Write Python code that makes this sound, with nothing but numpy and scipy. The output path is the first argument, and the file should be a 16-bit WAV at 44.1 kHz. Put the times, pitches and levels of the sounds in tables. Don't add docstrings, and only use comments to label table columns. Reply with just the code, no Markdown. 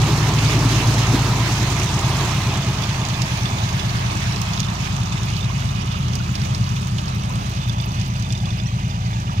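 import sys
import numpy as np
from scipy import signal
from scipy.fft import rfft, irfft, next_fast_len
from scipy.io import wavfile
from scipy.ndimage import uniform_filter1d, map_coordinates

SR = 44100
rng = np.random.default_rng(int(sys.argv[2]) if len(sys.argv) > 2 else 0)


def rack_gain(trim_db):
    fader = np.asarray(trim_db, float)
    return 10 ** (fader / 20)


def wav_record(signal):
    frames = np.transpose(np.atleast_2d(signal))
    bounded = np.clip(frames, -1, 1)
    quanta = np.round(bounded * 32767).astype(np.int16)
    wavfile.write(sys.argv[1], SR, quanta)


N = 414533


def unit(x):
    return x / np.sqrt(np.mean(x ** 2) + 1e-20)


def along(points, hz):
    f, v = np.transpose(points)
    return np.interp(np.log(hz + 1), np.log(f + 1), v)


def curves(rows, step=1):
    s, *cols = np.transpose(rows)
    return [np.interp(np.arange(0, N, step) / SR, s, c) for c in cols]


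def wobble(rate, step=1):
    at = np.arange(0, N + 64, 64)
    knots = rng.standard_normal(int(N * rate / SR) + 4)
    return np.interp(np.arange(0, N, step), at, map_coordinates(knots, [at * rate / SR]))


def coloured(x, spectrum, top_hz=SR):
    pad = [(0, 0)] * (x.ndim - 1) + [(2048, 2048)]
    m = next_fast_len(N + 8192)
    hz = np.fft.rfftfreq(m, 1 / SR)
    wide = rfft(np.pad(x, pad, mode="reflect", reflect_type="odd"), m)
    return irfft(wide * rack_gain(along(spectrum, hz)) * (hz < top_hz), m)[..., 2048:N + 2048]


def rush(spectrum, patchy_db):
    z = signal.stft(rng.standard_normal(N + 2048), nperseg=512)[2]
    field = uniform_filter1d(rng.standard_normal(z.shape), size=6, axis=0)
    field = uniform_filter1d(field, size=8, axis=1)
    noise = signal.istft(z * rack_gain(patchy_db * unit(field)), nperseg=512)[1][512:N + 512]
    return unit(coloured(noise, spectrum))


def ports(direct, lag_ms, alike=1, scatter=0, order=3):
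    late = map_coordinates(direct, [np.arange(N) - lag_ms * SR / 1000], order=order, mode="nearest")
    alike = np.clip(alike, 0, 1)
    return np.sqrt(alike) * np.array([late, direct]) + np.sqrt(1 - alike) * np.asarray(scatter)


def grains(s, hz, db, cycles, rise, size, snap=4):
    n = np.arange(size)
    turns = hz[:, None] * n / SR
    life = turns / np.reshape(cycles, (-1, 1))
    wave = np.sin(2 * np.pi * turns * (1 + rise * np.minimum(life, 2) / 2))
    wave = wave * np.exp(-life) * (1 - np.exp(-snap * life))
    at = (np.round(s * SR).astype(int)[:, None] + n).ravel()
    return np.bincount(at, (rack_gain(db)[:, None] * wave).ravel(), N + size + 9)[:N]


def bursts(s, db, t60, size):
    n = np.arange(size)
    wave = rng.standard_normal((len(s), size)) * rack_gain(db[:, None] - 60 * n / SR / np.reshape(t60, (-1, 1)))
    at = (np.round(s * SR).astype(int)[:, None] + n).ravel()
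    return np.bincount(at, wave.ravel(), N + size + 9)[:N]


CYCLE_HZ = 9.4
# t/s, phase/cycles
CRANK_DRIFT = [(0.15, -0.063), (0.6, -0.115), (1.1, -0.151), (1.6, -0.166), (2.1, -0.154), (2.7, -0.123),
               (3.4, -0.11), (4.2, -0.109), (5.0, -0.083), (6.0, -0.095), (7.0, -0.09), (8.0, -0.085),
               (9.2, -0.086)]


def crank():
    return CYCLE_HZ * np.arange(N) / SR + curves(CRANK_DRIFT)[0]


# t/cycle, level/dB
FIRINGS = [
    (0.23, 0.3),
    (0.29, 0.2),
    (0.433, -5.4),
    (0.631, -3.7),
    (0.811, -4.5),
    (0.961, 2.0),
]
# f/Hz, width/Hz, signed gain/1
PIPE_MODES = [(116, 70, -0.31), (86, 8, -0.31), (125, 8, 0.91), (188, 55, 0.17)]
# multiple of the cycle rate/1, rms level/dB
HARMONICS = [(3, -55), (4, -54), (5, -46), (6, -37), (7, -43), (8, -46), (9, -34), (10, -37), (11, -39),
             (12, -29.5), (13, -31.5), (14, -38), (15, -35), (16, -43), (17, -44), (18, -36), (19, -38),
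             (20, -50), (21, -38), (22, -44), (23, -58), (24, -53), (25, -54), (26, -60), (27, -56),
             (28, -60)]
BEAM_SHARE = {4: -.8, 5: -.4, 6: .95, 11: .4, 12: .75, 13: .45, 14: .6, 15: 1.0, 18: -.2}
# f/Hz, level/dB per Hz
RUMBLE_SPECTRUM = [(15, -62), (40, -21), (60, -19), (95, -2.5), (108, 0), (116, 5), (126, -2), (150, -9),
                   (230, -13), (255, -23.5), (420, -33), (600, -92)]


def exhaust():
    turn = crank()[::8]
    when, blow_db = np.transpose(FIRINGS)
    beam, roar_ms, *_ = camera()
    lift_db = 9.5 * beam
    tone = 0
    for k, db in HARMONICS:
        jf = 1j * k * CYCLE_HZ
        pipe = sum(g * jf * w / (c * c + jf * jf + jf * w) for c, w, g in PIPE_MODES) * (jf / (40 + jf)) ** 2
        phase = np.angle(pipe * np.sum(rack_gain(blow_db) * np.exp(-2j * np.pi * k * when)))
        gain = rack_gain(db + 3 + lift_db[::8] * BEAM_SHARE.get(k, 0) + 1.2 * wobble(1.2, 8))
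        tone = tone + gain * np.cos(2 * np.pi * k * turn + phase + .01 * k * wobble(2.5, 8))
    tone = np.pad(tone, 40, mode="reflect", reflect_type="odd")
    tone = signal.resample_poly(tone, 8, 1)[320:N + 320]
    lag_ms = .6 * roar_ms
    rumble_db = -30.2 - .1 * lift_db + .9 * wobble(2.66)
    throb_db = 2.6 * np.cos(2 * np.pi * (crank() - .17))
    rumble = np.array([rush(RUMBLE_SPECTRUM, patchy_db=.6) for _ in "lmr"])
    rumble = ports(rumble[1], lag_ms, order=1) + .15 * rumble[::2]
    return ports(tone, lag_ms, order=1) + rack_gain(rumble_db + throb_db) * rumble


# t/s, level/dB
ENGINE_FADE = [(0, -1), (1.2, -0.35), (2, -1), (2.6, -4), (3.4, -4.5), (4.3, -4), (4.8, -7), (5.7, -9),
               (6.2, -9.5), (7.3, -9.5), (8, -11), (8.6, -11.5), (9.4, -12)]
CLATTER_FADES = 1.044
# f/Hz, level/dB per Hz
ROAR_SPECTRUM = [(300, -2), (480, -10), (650, 1), (800, -0.5), (1000, 2.5), (1250, -1.5), (1600, -15.5),
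                 (2200, -28)]
# f/Hz, level/dB per Hz
CLATTER_SPECTRUM = [(900, -71), (1450, -0.5), (1680, 1.5), (1900, 2.5), (2100, 4), (2600, 7), (3100, 4),
                    (3500, 1.5), (4200, -2.5), (4800, -3.5), (5300, -3), (6300, -2.5), (8000, -4),
                    (16000, -6.5)]


def block():
    fade_db, = curves(ENGINE_FADE)
    _, roar_ms, clatter_ms, alike, turn = camera()

    def beat(k, at):
        return np.cos(2 * np.pi * k * (crank() - at))

    roar_db = -27.5 + .85 * fade_db + .7 * beat(1, .8) + .4 * beat(6, .1) + .9 * wobble(9)
    clatter_db = -24.5 + CLATTER_FADES * fade_db + wobble(8)
    clatter_db = clatter_db + .6 * beat(2, .1) + .7 * beat(6, .09) + .3 * beat(1, .6)
    scattered = [(300, -15), (480, -16)] + ROAR_SPECTRUM[2:]
    roar = [rush(tone, patchy_db=1.2) for tone in (ROAR_SPECTRUM, scattered, scattered)]
    clatter = [rush(CLATTER_SPECTRUM, patchy_db=2.5) for _ in "mlr"]
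    clatter_alike = np.interp(turn ** 8, (0, 1), (.14, .65))
    shade = rack_gain(np.outer([-1.5, 0], fade_db / fade_db.min()))
    roar = rack_gain(roar_db) * ports(roar[0], roar_ms, alike, roar[1:], order=1)
    return roar + rack_gain(clatter_db) * shade * ports(clatter[0], clatter_ms, clatter_alike, clatter[1:])


def valves():
    at = np.flatnonzero(np.diff(np.floor(2 * (crank() - .08))) > 0)
    draw = rng.standard_normal((len(at), 3))
    db = (CLATTER_FADES * curves(ENGINE_FADE)[0] + 3 * wobble(1.8))[at] - 26 + 0.88 * draw[:, 0]
    db = db + 10 * np.exp(-((at / SR - 5.16) / .16) ** 2)
    s = at / SR + 0.0015 * draw[:, 1] ** 2
    tick = grains(s, 7000 * np.exp(0.019 * draw[:, 2]), db + 1, 14 + 0 * s, 0, size=500)
    tick = tick + bursts(s, db + 6.0, 0.03 + 0 * s, size=700)
    tick = coloured(tick, [(1500, -40), (3000, -16), (7000, -2.0), (10000, -25), (16000, -20)])
    return ports(tick, camera()[2])


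# f/Hz, width/Hz, level/dB
FRAME_MODES = [(2495, 200, -1), (2904, 260, 0.5), (3540, 63, 1), (4840, 170, -8), (6040, 300, -10.5)]
# t/s, level/dB
FRAME_SHAKE = [(0, -69), (2.5, -38.5), (4.45, -41), (4.65, -42), (4.85, -38.5), (5.4, -37), (6.3, -40.5),
               (7.2, -45), (7.7, -40), (8, -38), (8.5, -43.5), (9.4, -42)]


def rattle():
    m = next_fast_len(N)
    hz = np.fft.rfftfreq(m, 1 / SR)
    shared_db = 2.2 * wobble(25) + 2 * np.cos(4 * np.pi * (crank() - .1))
    ring = 0
    for c, w, db in FRAME_MODES:
        bout = rack_gain(shared_db + 1.8 * wobble(40) + 1.6 * wobble(5.3))
        mode = rack_gain(db) * 1j * hz * w / (c * c - hz * hz + 1j * hz * w)
        ring = ring + irfft(rfft(bout * rng.standard_normal(N), m) * mode, m)[:N]
    return rack_gain(curves(FRAME_SHAKE)[0]) * rack_gain([[-12], [1]]) * ports(unit(ring), camera()[2])


# t/s, f/Hz, rms level/dB
IMPELLER_HUM = [
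    (0, 153.3, -28),
    (.65, 150, -26.5),
    (.9, 145, -35),
    (1.15, 127.4, -48),
    (2.2, 135.3, -28.5),
    (3.2, 130.7, -38),
    (4.5, 135.5, -37),
    (6.5, 132.6, -30.5),
    (9.4, 132.5, -52),
]


def impeller():
    hz, db = curves(IMPELLER_HUM)
    phase = 2 * np.pi * np.cumsum(hz + 0.46 * wobble(3.42)) / SR
    return rack_gain(db + 5.0 + 0.48 * wobble(4.0)) * np.sin(phase)


# delay/ms, gain/1, drift/ms
REFLECTIONS = [
    (0.618, 0.073, 0.037),
    (2.35, 0.15, 0.04),
]


def echoed(pair):
    out, dull = pair, uniform_filter1d(pair, size=5, axis=1)
    n = np.arange(N)
    for ms, gain, drift_ms in REFLECTIONS:
        late = [n - (ms + drift_ms * wobble(0.86)) * SR / 1000 for _ in pair]
        echo = [share * np.interp(at, n, x) for at, x, share in zip(late, dull, (.5, 1))]
        out = out + gain * np.array(echo)
    return out


# f/Hz, level/dB per Hz
GUSH_SPECTRUM = [(150, -53), (220, -8), (300, -6), (400, -8.5), (450, -13.5), (540, -23.5)]
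# t/s, peak level/dB, f/Hz
AIR_POCKETS = [
    (0.576, -15, 294),
    (0.649, -11.5, 268),
    (1.1, -27, 710),
    (1.142, -9, 255),
    (5.2, -31, 1050),
    (5.499, -21.5, 1030),
    (6.2, -28, 1400),
    (7.301, -26, 990),
    (8.663, -31, 1900),
]


def gush():
    s, db, hz = np.transpose(AIR_POCKETS)
    lumps = rack_gain(-26 - 23 * camera()[4] ** 2 + 2.0 * wobble(25))
    gurgle = [rush(GUSH_SPECTRUM, patchy_db=-2.0) for _ in "mlr"]
    plops = grains(s, hz, db, 2.0 + hz / 250, 0.014, size=2500)
    return lumps * ports(gurgle[0], 0.013, 0.95, gurgle[1:], order=1) + plops


# t/s, peak level/dB
FRAME_KNOCKS = [(2.6259, -29), (2.8215, -24), (2.8355, -18.5), (3.015, -23), (3.1413, -23), (3.456, -17),
                (3.5848, -25), (3.7943, -22), (4.5346, -36), (4.594, -26), (4.6294, -24), (4.638, -28),
                (4.647, -24), (4.6838, -25), (5.0619, -28), (5.408, -22.5), (5.4281, -24), (5.6895, -27),
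                (5.9145, -26), (7.6151, -31), (7.633, -29), (7.6494, -30), (7.684, -29), (7.6949, -19),
                (7.7834, -38), (7.8, -21.5), (7.8213, -29), (7.9066, -33), (8.2442, -32), (8.2626, -31),
                (8.304, -22), (8.3509, -24), (8.401, -28), (8.455, -24), (8.504, -23.5), (8.5989, -24),
                (8.9092, -29), (9.1366, -30)]
# t/s, peak level/dB,
# bubble f/Hz
MUD_DROPS = [(0.3875, -18, 4000), (0.4594, -18, 2870), (2.591, -25, 3150), (2.7867, -24, 3800),
             (3.0515, -26, 3440), (3.134, -25, 3550), (3.2192, -16.5, 5600), (4.0997, -27, 2550),
             (4.3224, -22, 4900), (4.462, -27, 6710), (4.576, -22, 3850), (4.596, -18, 5270),
             (4.6025, -18, 4850), (4.9646, -30, 3210), (5.1243, -24, 7000), (5.179, -28, 7000),
             (5.233, -24, 7100), (5.337, -27, 7060), (5.2849, -29, 2630), (5.297, -28, 2550),
             (5.306, -29, 2580), (5.8726, -29, 3000), (6.154, -18, 5400), (6.354, -17.5, 4800),
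             (6.4163, -23, 4650), (6.547, -19.5, 4840), (6.7639, -23.5, 2800), (6.8267, -29, 3120),
             (6.9835, -19, 3050), (7.08, -24, 4840), (7.236, -27, 2650), (8.0122, -21, 5250),
             (8.157, -29, 2880), (8.324, -19, 6040), (8.3764, -25.5, 5600)]
# t/s, peak level/dB, bubble f/Hz
MUD_SPECKS = [(2.4967, -25, 4800), (3.0869, -18, 6746), (3.3667, -38, 6140), (3.6901, -28, 6500),
              (3.7294, -23, 6240), (3.895, -20, 4056), (4.0018, -26, 4690), (4.3605, -19, 4700),
              (4.4154, -16, 6520), (4.5346, -19, 4900), (4.566, -25, 4160), (4.8414, -25, 4010),
              (5.0125, -30, 4677), (5.0614, -25, 4060), (5.1796, -31, 4630), (5.233, -24, 6700),
              (5.3358, -30, 4530), (5.3662, -19.5, 4100), (5.6535, -27, 6100), (5.8606, -28, 6350),
              (5.9174, -28, 4730), (6.0821, -23, 4730), (6.1325, -23, 4870), (6.4482, -26, 5100),
              (6.4936, -28, 5800), (6.6409, -25, 4700), (6.6907, -22, 6220), (6.8718, -24, 6400),
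              (6.9954, -28, 5780), (7.0074, -29, 5760), (7.0559, -26, 5840), (7.3567, -39, 4270),
              (7.4969, -28, 5740), (7.9184, -26, 5120), (7.9977, -30, 5445), (8.2242, -24, 6040),
              (8.5999, -32, 5900), (9.201, -26, 5830)]


def splatter():
    loose = rng.random((120, 2))
    at = loose[:, 0] * (N - 1)
    s, db = np.transpose(FRAME_KNOCKS)
    s = np.r_[s, at / SR]
    tick_db = curves(FRAME_SHAKE)[0][at.astype(int)] + 2 + np.minimum(-3 * np.log(loose[:, 1]), 7)
    db = np.r_[db + 6, tick_db]
    detune = np.exp(0.01 * rng.standard_normal(len(s)))
    rings = sum(grains(s, c * detune, db + level - 5.0, 18 + 0 * s, 0, size=900)
                for c, _, level in FRAME_MODES[2:])
    crack = bursts(s, db - 9, 0.042 + 0 * s, size=600)
    s, db, hz = np.transpose(MUD_DROPS + [(s, db - 2.5, hz) for s, db, hz in MUD_SPECKS])
    draw = rng.standard_normal((len(s), 8))
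    spread = np.linspace(-1.3, 1.7, num=4) + 0.34 * draw[:, 4:]
    drops = sum(grains(s + .0008 * draw[:, k] ** 2, hz * np.exp(0.098 * spread[:, k]), db - 4,
                       9 + 0 * s, 0.024, size=500, snap=30) for k in range(4))
    crack = crack + bursts(s, db, 0.1 + 0 * s, size=600)
    crack = coloured(crack, [(1200, -15), (2500, -2.5), (16000, -13.5)])
    draw = rng.random((1500, 4))
    drip_hz = 700 * 10 ** np.sqrt(draw[:, 1])
    drip_db = -30.5 - 6.5 * draw[:, 0] + np.minimum(-4 * np.log(draw[:, 2]), 12)
    drips = grains(draw[:, 0] * N / SR, drip_hz, drip_db, 2 + 9 * draw[:, 3] ** 2, 0.042, size=400)
    chirp = grains(*np.array([[8.657], [5530], [-29]]), 80, 0.062, size=1800)
    return ports(drops + drips + chirp + crack, 0.318) + rack_gain([[-24], [1]]) * ports(rings, 0.28)


def ebb_db(s):
    return 14 * np.clip(s - 8.1, 0, None)


# t/s, peak level/dB, left-right level/dB
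SPRAY_SNAPS = [(2.5566, -31, 2), (3.0515, -29, -10), (3.0869, -27.5, -4), (3.2181, -24, -6),
               (3.5034, -30, 7), (3.6905, -33, -5), (4.4154, -27, -0.5), (4.4623, -31, 0),
               (4.5346, -32, -7), (4.6024, -21.5, -5), (4.9646, -30, -8), (5.656, -35, 6), (5.7084, -54, 2),
               (6.1529, -37, 13), (6.354, -35, 4.0), (6.546, -41, 0.0), (6.8194, -32, 3.5),
               (6.8708, -33, 1), (6.9825, -43, 3.5), (7.0908, -34, 4.5), (7.2355, -35, 4.5),
               (7.2943, -36, 14), (7.3557, -34, 17), (7.4654, -36, 5.5), (7.8116, -31, 5.0),
               (8.1648, -36, 5.0), (8.1973, -29, 2), (8.312, -38, 3.0), (8.324, -30, 17), (8.67, -41, 6),
               (8.748, -39, 5), (8.762, -42, 5), (8.796, -39, 4), (8.8814, -38, 3), (8.9657, -47, 0),
               (9.168, -42, 5), (9.201, -38, 4), (9.252, -43, 4), (9.3323, -41, 2)]


def spray():
    s, db, pan_db = np.transpose(SPRAY_SNAPS)
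    draw = rng.random((800, 4))
    at = draw[:, 0] * (N - 1)
    fizz_db = -17 - 12.5 * (1 - camera()[0]) ** 2.2 + 2.5 * wobble(4.8)
    spurt_db = fizz_db[at.astype(int)] + np.minimum(-4 * np.log(draw[:, 1]), 7)
    spurt_db -= ebb_db(at / SR) + 5 * np.clip(1 - at / SR / 3, 0, 1)
    t60 = np.r_[.02 + 0 * s, .005 + .04 * draw[:, 3] ** 2]
    s, db = np.r_[s, at / SR], np.r_[db + 14.5, spurt_db]
    pan_db = np.r_[pan_db - 1, 12 * (draw[:, 2] - .5)]
    pair = [bursts(s, db + side * pan_db, t60, size=900) for side in (.5, -.5)]
    return coloured(np.array(pair), [(2000, -46), (4000, -14), (7000, -3.0), (10000, -8.0), (16000, -14)])


# t/s, peak level/dB
MIST_SPITS = [(2.6184, -39), (2.809, -40), (3.2186, -33), (3.3134, -41), (3.3762, -39), (3.7683, -38),
              (4.4159, -30), (4.6024, -36), (5.2574, -37), (5.6002, -44), (5.9888, -38), (6.1534, -33),
              (6.3246, -44), (6.354, -37), (6.4562, -43), (6.6608, -47), (6.7394, -47), (6.7954, -48),
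              (6.2184, -47), (6.7592, -43), (6.8778, -36), (7.1501, -35), (7.3407, -41), (7.4959, -35),
              (7.6889, -36), (7.8126, -38), (7.8451, -39), (7.859, -33), (7.9159, -42), (8.0707, -45),
              (8.0795, -36), (8.18, -42), (8.2224, -40), (8.5726, -41), (9.3327, -43)]


def mist():
    s, db = np.transpose(MIST_SPITS)
    draw = rng.random((500, 3))
    at = draw[:, 0] * (N - 1)
    weak_db = -38 + 5 * wobble(12)[at.astype(int)] + np.minimum(-4 * np.log(draw[:, 1]), 10)
    weak_db -= ebb_db(at / SR)
    t60 = np.r_[.02 + 0 * s, .006 + .03 * draw[:, 2] ** 2]
    s, db = np.r_[s, at / SR], np.r_[db + 18.5, weak_db]
    pair = [bursts(s, db, t60, size=700) for _ in "lr"]
    return coloured(np.array(pair), [(6000, -40), (9000, -9), (11500, -3), (14000, 1), (16000, -2)])


# t/s, turn away from the engine/1
CAMERA_HEADING = [(0, 0.04), (1, 0.08), (2, 0.29), (2.8, 0.6), (4.5, 0.77), (5.5, 0.84), (6.7, 0.86),
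                  (9.4, 1)]
# t/s, delay/ms
ROAR_DELAY = [(0, .06), (2.4, .02), (3.8, .42), (4.6, .55), (7, .52), (8, .4), (9.4, .4)]
CLATTER_DELAY = (-0.343, 0.415)


def camera():
    at = np.arange(0, N, 256)
    turn = np.clip(curves(CAMERA_HEADING, 256)[0], 0, 1)
    beam = np.clip(1 - turn / .66, 0, 1)
    clatter_ms = CLATTER_DELAY[0] + (CLATTER_DELAY[1] - CLATTER_DELAY[0]) * turn
    screen = np.exp(-((at / SR - 4.7) / 1.0) ** 4)
    alike = .72 + (1.1 - .72) * turn ** 8 - .35 * screen
    slow = beam, curves(ROAR_DELAY, 256)[0], clatter_ms, alike, turn
    return [np.interp(np.arange(N), at, c) for c in slow]


def scene():
    engine = exhaust() + impeller() + echoed(block() + rattle() + valves())
    return engine + gush() + splatter() + spray() + mist()


def roll_off(x):
    return signal.sosfilt(signal.butter(12, 15900, fs=SR, output="sos"), x)


# f/Hz, level/dB
LEFT_RESPONSE = [(300, 1), (800, -0.5), (1500, -1), (3000, -4), (4300, -3), (6200, -25), (7000, -7),
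                 (8000, -3), (10000, -9), (13000, -15.5), (15000, -40)]
# f/Hz, level/dB
RIGHT_RESPONSE = [(300, 0.5), (1500, 2.5), (3000, -0.5), (4000, 5), (6500, 4), (7100, -2), (7700, -12),
                  (8500, -34), (10000, -19), (13500, -11), (15600, -14.5)]


def record(dry):
    top_hz = 15880
    left = coloured(dry[0], LEFT_RESPONSE, top_hz)
    right = coloured(dry[1], RIGHT_RESPONSE, top_hz)
    return roll_off(np.array([left, right]))


dry = scene()
out = record(dry)
wav_record(out)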